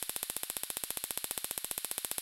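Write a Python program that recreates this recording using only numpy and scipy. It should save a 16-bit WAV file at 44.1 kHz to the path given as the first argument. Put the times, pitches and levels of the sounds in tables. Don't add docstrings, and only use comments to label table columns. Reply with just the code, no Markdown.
import sys
import numpy as np
from scipy import signal
from scipy.fft import rfft, irfft, next_fast_len
from scipy.io import wavfile
from scipy.ndimage import uniform_filter1d

SR = 44100
rng = np.random.default_rng(int(sys.argv[2]) if len(sys.argv) > 2 else 0)


def generate_wav(sig):
    pcm = np.round(np.clip(np.atleast_2d(sig).T, -1, 1) * 32767).astype(np.int16)
    wavfile.write(sys.argv[1], SR, pcm)


N = 97857
LEAD = 2 * SR
TAIL = SR
HZ = np.fft.rfftfreq(TAIL, 1 / SR)
AGE_S = np.arange(TAIL) / SR


def amp(db):
    return 10 ** (np.asarray(db) / 20)


def along(points, hz):
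    point_hz, values = np.transpose(points)
    return np.interp(np.log(hz + 1), np.log(point_hz + 1), values)


def pulse(spectrum, delay_s=0):
    cepstrum = irfft(np.log(amp(along(spectrum, HZ))), TAIL)
    cepstrum[1:TAIL // 2] *= 2
    cepstrum[TAIL // 2 + 1:] = 0
    delay = -2j * np.pi * HZ * delay_s
    return np.exp(rfft(cepstrum) + delay)


def even_colour(response, width_bins):
    power = uniform_filter1d(np.abs(response) ** 2, size=width_bins)
    return response / np.sqrt(np.abs(power))


def burst(t60_s):
    noise = rng.standard_normal(TAIL)
    return even_colour(rfft(noise * amp(-60 * AGE_S / t60_s)), 1200)


def diffuse(t60_points):
    hz, time_s, bands = signal.stft(rng.standard_normal(TAIL), SR, nperseg=128)
    decay = amp(-60 * time_s / along(t60_points, hz)[:, None])
    tail = signal.istft(bands * decay, SR)[1][:TAIL]
    return even_colour(rfft(tail), 500)


def fire(times_s, gains, response):
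    samples = np.round(times_s * SR).astype(int) + LEAD
    train = np.bincount(samples, gains, N + LEAD)
    return signal.fftconvolve(train, irfft(response, TAIL))[LEAD:LEAD + N]


# (time [s], snap level [dB], pop level [dB], extra pop bass [dB])
DISCHARGES = [(0.026, -1.4, -1.2, 2.5), (0.0943, -0.2, 0, 0.9), (0.1623, -0.8, -0.2, -2),
              (0.2297, -0.5, -0.1, -2), (0.2988, -0.8, -0.7, 3), (0.3655, -1.5, -2, 3.5),
              (0.4332, -1.5, 0, -3), (0.4998, -1.5, -1, -2), (0.567, -1.5, -0.5, 1.5),
              (0.6342, -1.1, -1, -2), (0.702, -1.3, -0.5, 0.1), (0.7692, -0.5, -0.1, -0.5),
              (0.8368, -0.2, -1.4, 3.8), (0.9046, -0.5, -0.2, 1), (0.9719, -1, -0.2, 2),
              (1.0394, -0.5, -1.5, 1.5), (1.107, -0.9, 0.1, 1.5), (1.1746, -0.1, 0.6, -0.9),
              (1.2426, -0.8, 0.4, 2), (1.31, -0.3, 0.5, -2), (1.3767, -0.5, 0.5, 1.5),
              (1.444, -0.5, 0.2, 1.0), (1.5103, -1.4, -0.5, -0.5), (1.5774, -1.1, -1, 2),
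              (1.6447, -1, -2.2, 2), (1.712, -1, -0.3, 1.2), (1.7786, -0.6, -1.9, 3), (1.846, -1, 0, -4),
              (1.9131, -0.6, -0.7, -5), (1.9801, -0.1, 0.5, -0.1), (2.0469, -0.5, 0.5, 0),
              (2.1141, -1, -0.3, -1), (2.182, -0.5, 0.1, 2)]
RUN_IN_COUNT, RUN_IN_RATE_HZ = 16, 17


def discharges():
    earlier = np.zeros((RUN_IN_COUNT, 4))
    earlier[:, 0] = DISCHARGES[0][0] - np.arange(RUN_IN_COUNT, 0, -1) / RUN_IN_RATE_HZ
    return np.vstack([earlier, DISCHARGES]).T


# (frequency [Hz], level [dB])
CRACK_SPECTRUM = [(1000, -32), (3200, -22), (5300, -16), (6400, -23), (8000, -9), (11800, -6), (14500, -18),
                  (15600, -15), (17000, -30)]
SNAP_SPECTRUM = [(2000, -25), (5500, -29.5), (7000, -17.5), (7800, -2), (8900, -4.5), (9550, -5.5),
                 (10050, -2.5), (10700, -13.5), (11400, 4), (12600, -15), (13400, -8), (14600, -27),
                 (15600, -8.5), (17000, -47)]
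POP_SPECTRUM = [(30, -8.5), (100, -8), (200, -6.5), (400, -2), (780, -3), (1100, -4.5), (2000, -7.5),
                (2800, -8.5), (3500, -0.5), (4200, -10.5), (4900, -18.5), (8000, -28), (16000, -46.5)]
CRACK_GAIN_DB, CRACK_SPREAD_DB = 1, 1.5
SNAP_GAIN_DB, SNAP_DELAY_S = 2.5, 0.000781
POP_GAIN_DB, POP_DELAY_S = 0, 0.001024
BASS_CUTOFF_HZ = 300


def spark(times_s, snap_db, pop_db, bass_db):
    crack_db = CRACK_GAIN_DB + CRACK_SPREAD_DB * rng.standard_normal(len(times_s))
    crack = fire(times_s, amp(crack_db), pulse(CRACK_SPECTRUM))
    snap = fire(times_s, amp(SNAP_GAIN_DB + snap_db), pulse(SNAP_SPECTRUM, SNAP_DELAY_S))

    pop_gains = amp(POP_GAIN_DB + pop_db)
    pop_pulse = pulse(POP_SPECTRUM, POP_DELAY_S)
    pop = fire(times_s, pop_gains, pop_pulse)
    bass_pulse = pop_pulse / (1 + 1j * HZ / BASS_CUTOFF_HZ)
    bass_change = fire(times_s, pop_gains * (amp(bass_db) - 1), bass_pulse)
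    return -(crack + snap + pop + bass_change)


# (frequency [Hz], level [dB], t60 [s])
RINGING_TONES = [(3480, -44, 0.027), (5170, -46.5, 0.024), (5740, -47, 0.019), (6110, -60.5, 0.0082),
                 (8340, -38.5, 0.0041), (11360, -30, 0.012)]


def ringing_tones(times_s, snap_db):
    ring = sum(amp(level_db - 60 * AGE_S / t60_s) * np.sin(2 * np.pi * hz * AGE_S)
               for hz, level_db, t60_s in RINGING_TONES)
    delay = np.exp(-2j * np.pi * HZ * POP_DELAY_S)
    return fire(times_s, amp(snap_db), rfft(ring) * delay)


# (delay [s], level [dB])
ECHO_ARRIVALS = [(.00795, -12), (.01062, -12)]
# (frequency [Hz], level [dB])
ECHO_SPECTRUM = [(1000, -22), (3500, -13), (5500, -18), (6800, -7), (9000, -4.5), (12500, -3.5),
                 (14000, -9), (17000, -20)]
# (delay [s], level [dB], t60 [s])
SCATTER_BURSTS = [(.0014, -2, .014), (.0049, -2, .007)]
# (frequency [Hz], level [dB])
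SCATTER_SPECTRUM = [(150, -33), (500, -26), (1500, -32), (2400, -22), (3300, -16.5), (4500, -17.5),
                    (6500, -19.5), (9000, -11), (12000, -12.5), (13500, -16), (16000, -53)]


def near_surfaces(times_s, snap_db):
    echoes = sum(amp(level_db) * pulse(ECHO_SPECTRUM, delay_s)
                 for delay_s, level_db in ECHO_ARRIVALS)
    scatter = sum(amp(level_db) * pulse(SCATTER_SPECTRUM, delay_s) * burst(t60_s)
                  for delay_s, level_db, t60_s in SCATTER_BURSTS)
    return fire(times_s, amp(snap_db), scatter - echoes)


# (frequency [Hz], level [dB])
RING_SPECTRUM = [(120, -46), (300, -44), (500, -28.5), (900, -22), (1300, -18.5), (1600, -14.5),
                 (1950, -14.5), (2500, -12.5), (3400, -10), (3850, -7), (4150, -7.5), (4400, -9),
                 (5200, -13), (6300, -18.5), (7700, -13.5), (9000, -9.5), (11600, -7), (13000, -13),
                 (14500, -23), (15700, -21), (16300, -51)]
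# (frequency [Hz], t60 [s])
RING_DECAY = [(300, .8), (4000, 1.04), (10000, 1.13), (15000, 0.27)]
RING_GAIN_DB, RING_DELAY_S = 1, 0.006
WANDER_SHARE = 0.092


def room(times_s, snap_db):
    gains = amp(RING_GAIN_DB + snap_db)
    colour = pulse(RING_SPECTRUM, RING_DELAY_S)
    same = fire(times_s, gains, colour * diffuse(RING_DECAY))
    changing = np.zeros(N)
    for _ in range(2):
        path_gains = gains * rng.standard_normal(len(times_s))
        changing += fire(times_s, path_gains, colour * diffuse(RING_DECAY))
    return np.sqrt(1 - WANDER_SHARE) * same + np.sqrt(WANDER_SHARE / 2) * changing


# (frequency [Hz], level [dB])
DRIFT_RUMBLE_SPECTRUM = [(3, 0), (10, -10), (20, -21), (32, -20), (60, -26), (120, -35), (400, -37),
                         (2000, -44), (16000, -55)]
DRIFT_RUMBLE_RMS_DB = -76


def drift_and_rumble():
    colour = amp(along(DRIFT_RUMBLE_SPECTRUM, np.fft.rfftfreq(N, 1 / SR)))
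    noise = irfft(rfft(rng.standard_normal(N)) * colour, N)
    return amp(DRIFT_RUMBLE_RMS_DB) * noise / noise.std()


def scene():
    times_s, snap_db, pop_db, bass_db = discharges()
    coil = spark(times_s, snap_db, pop_db, bass_db) + ringing_tones(times_s, snap_db)
    reflections = near_surfaces(times_s, snap_db) + room(times_s, snap_db)
    mono = coil + reflections + drift_and_rumble()
    return np.array([mono, mono])


BAND_LIMIT_HZ = 16700


def record(dry):
    size = next_fast_len(N + TAIL)
    passband = np.fft.rfftfreq(size, 1 / SR) < BAND_LIMIT_HZ
    return irfft(rfft(dry, size) * passband, size)[:, :N]


dry = scene()
out = record(dry)
generate_wav(out)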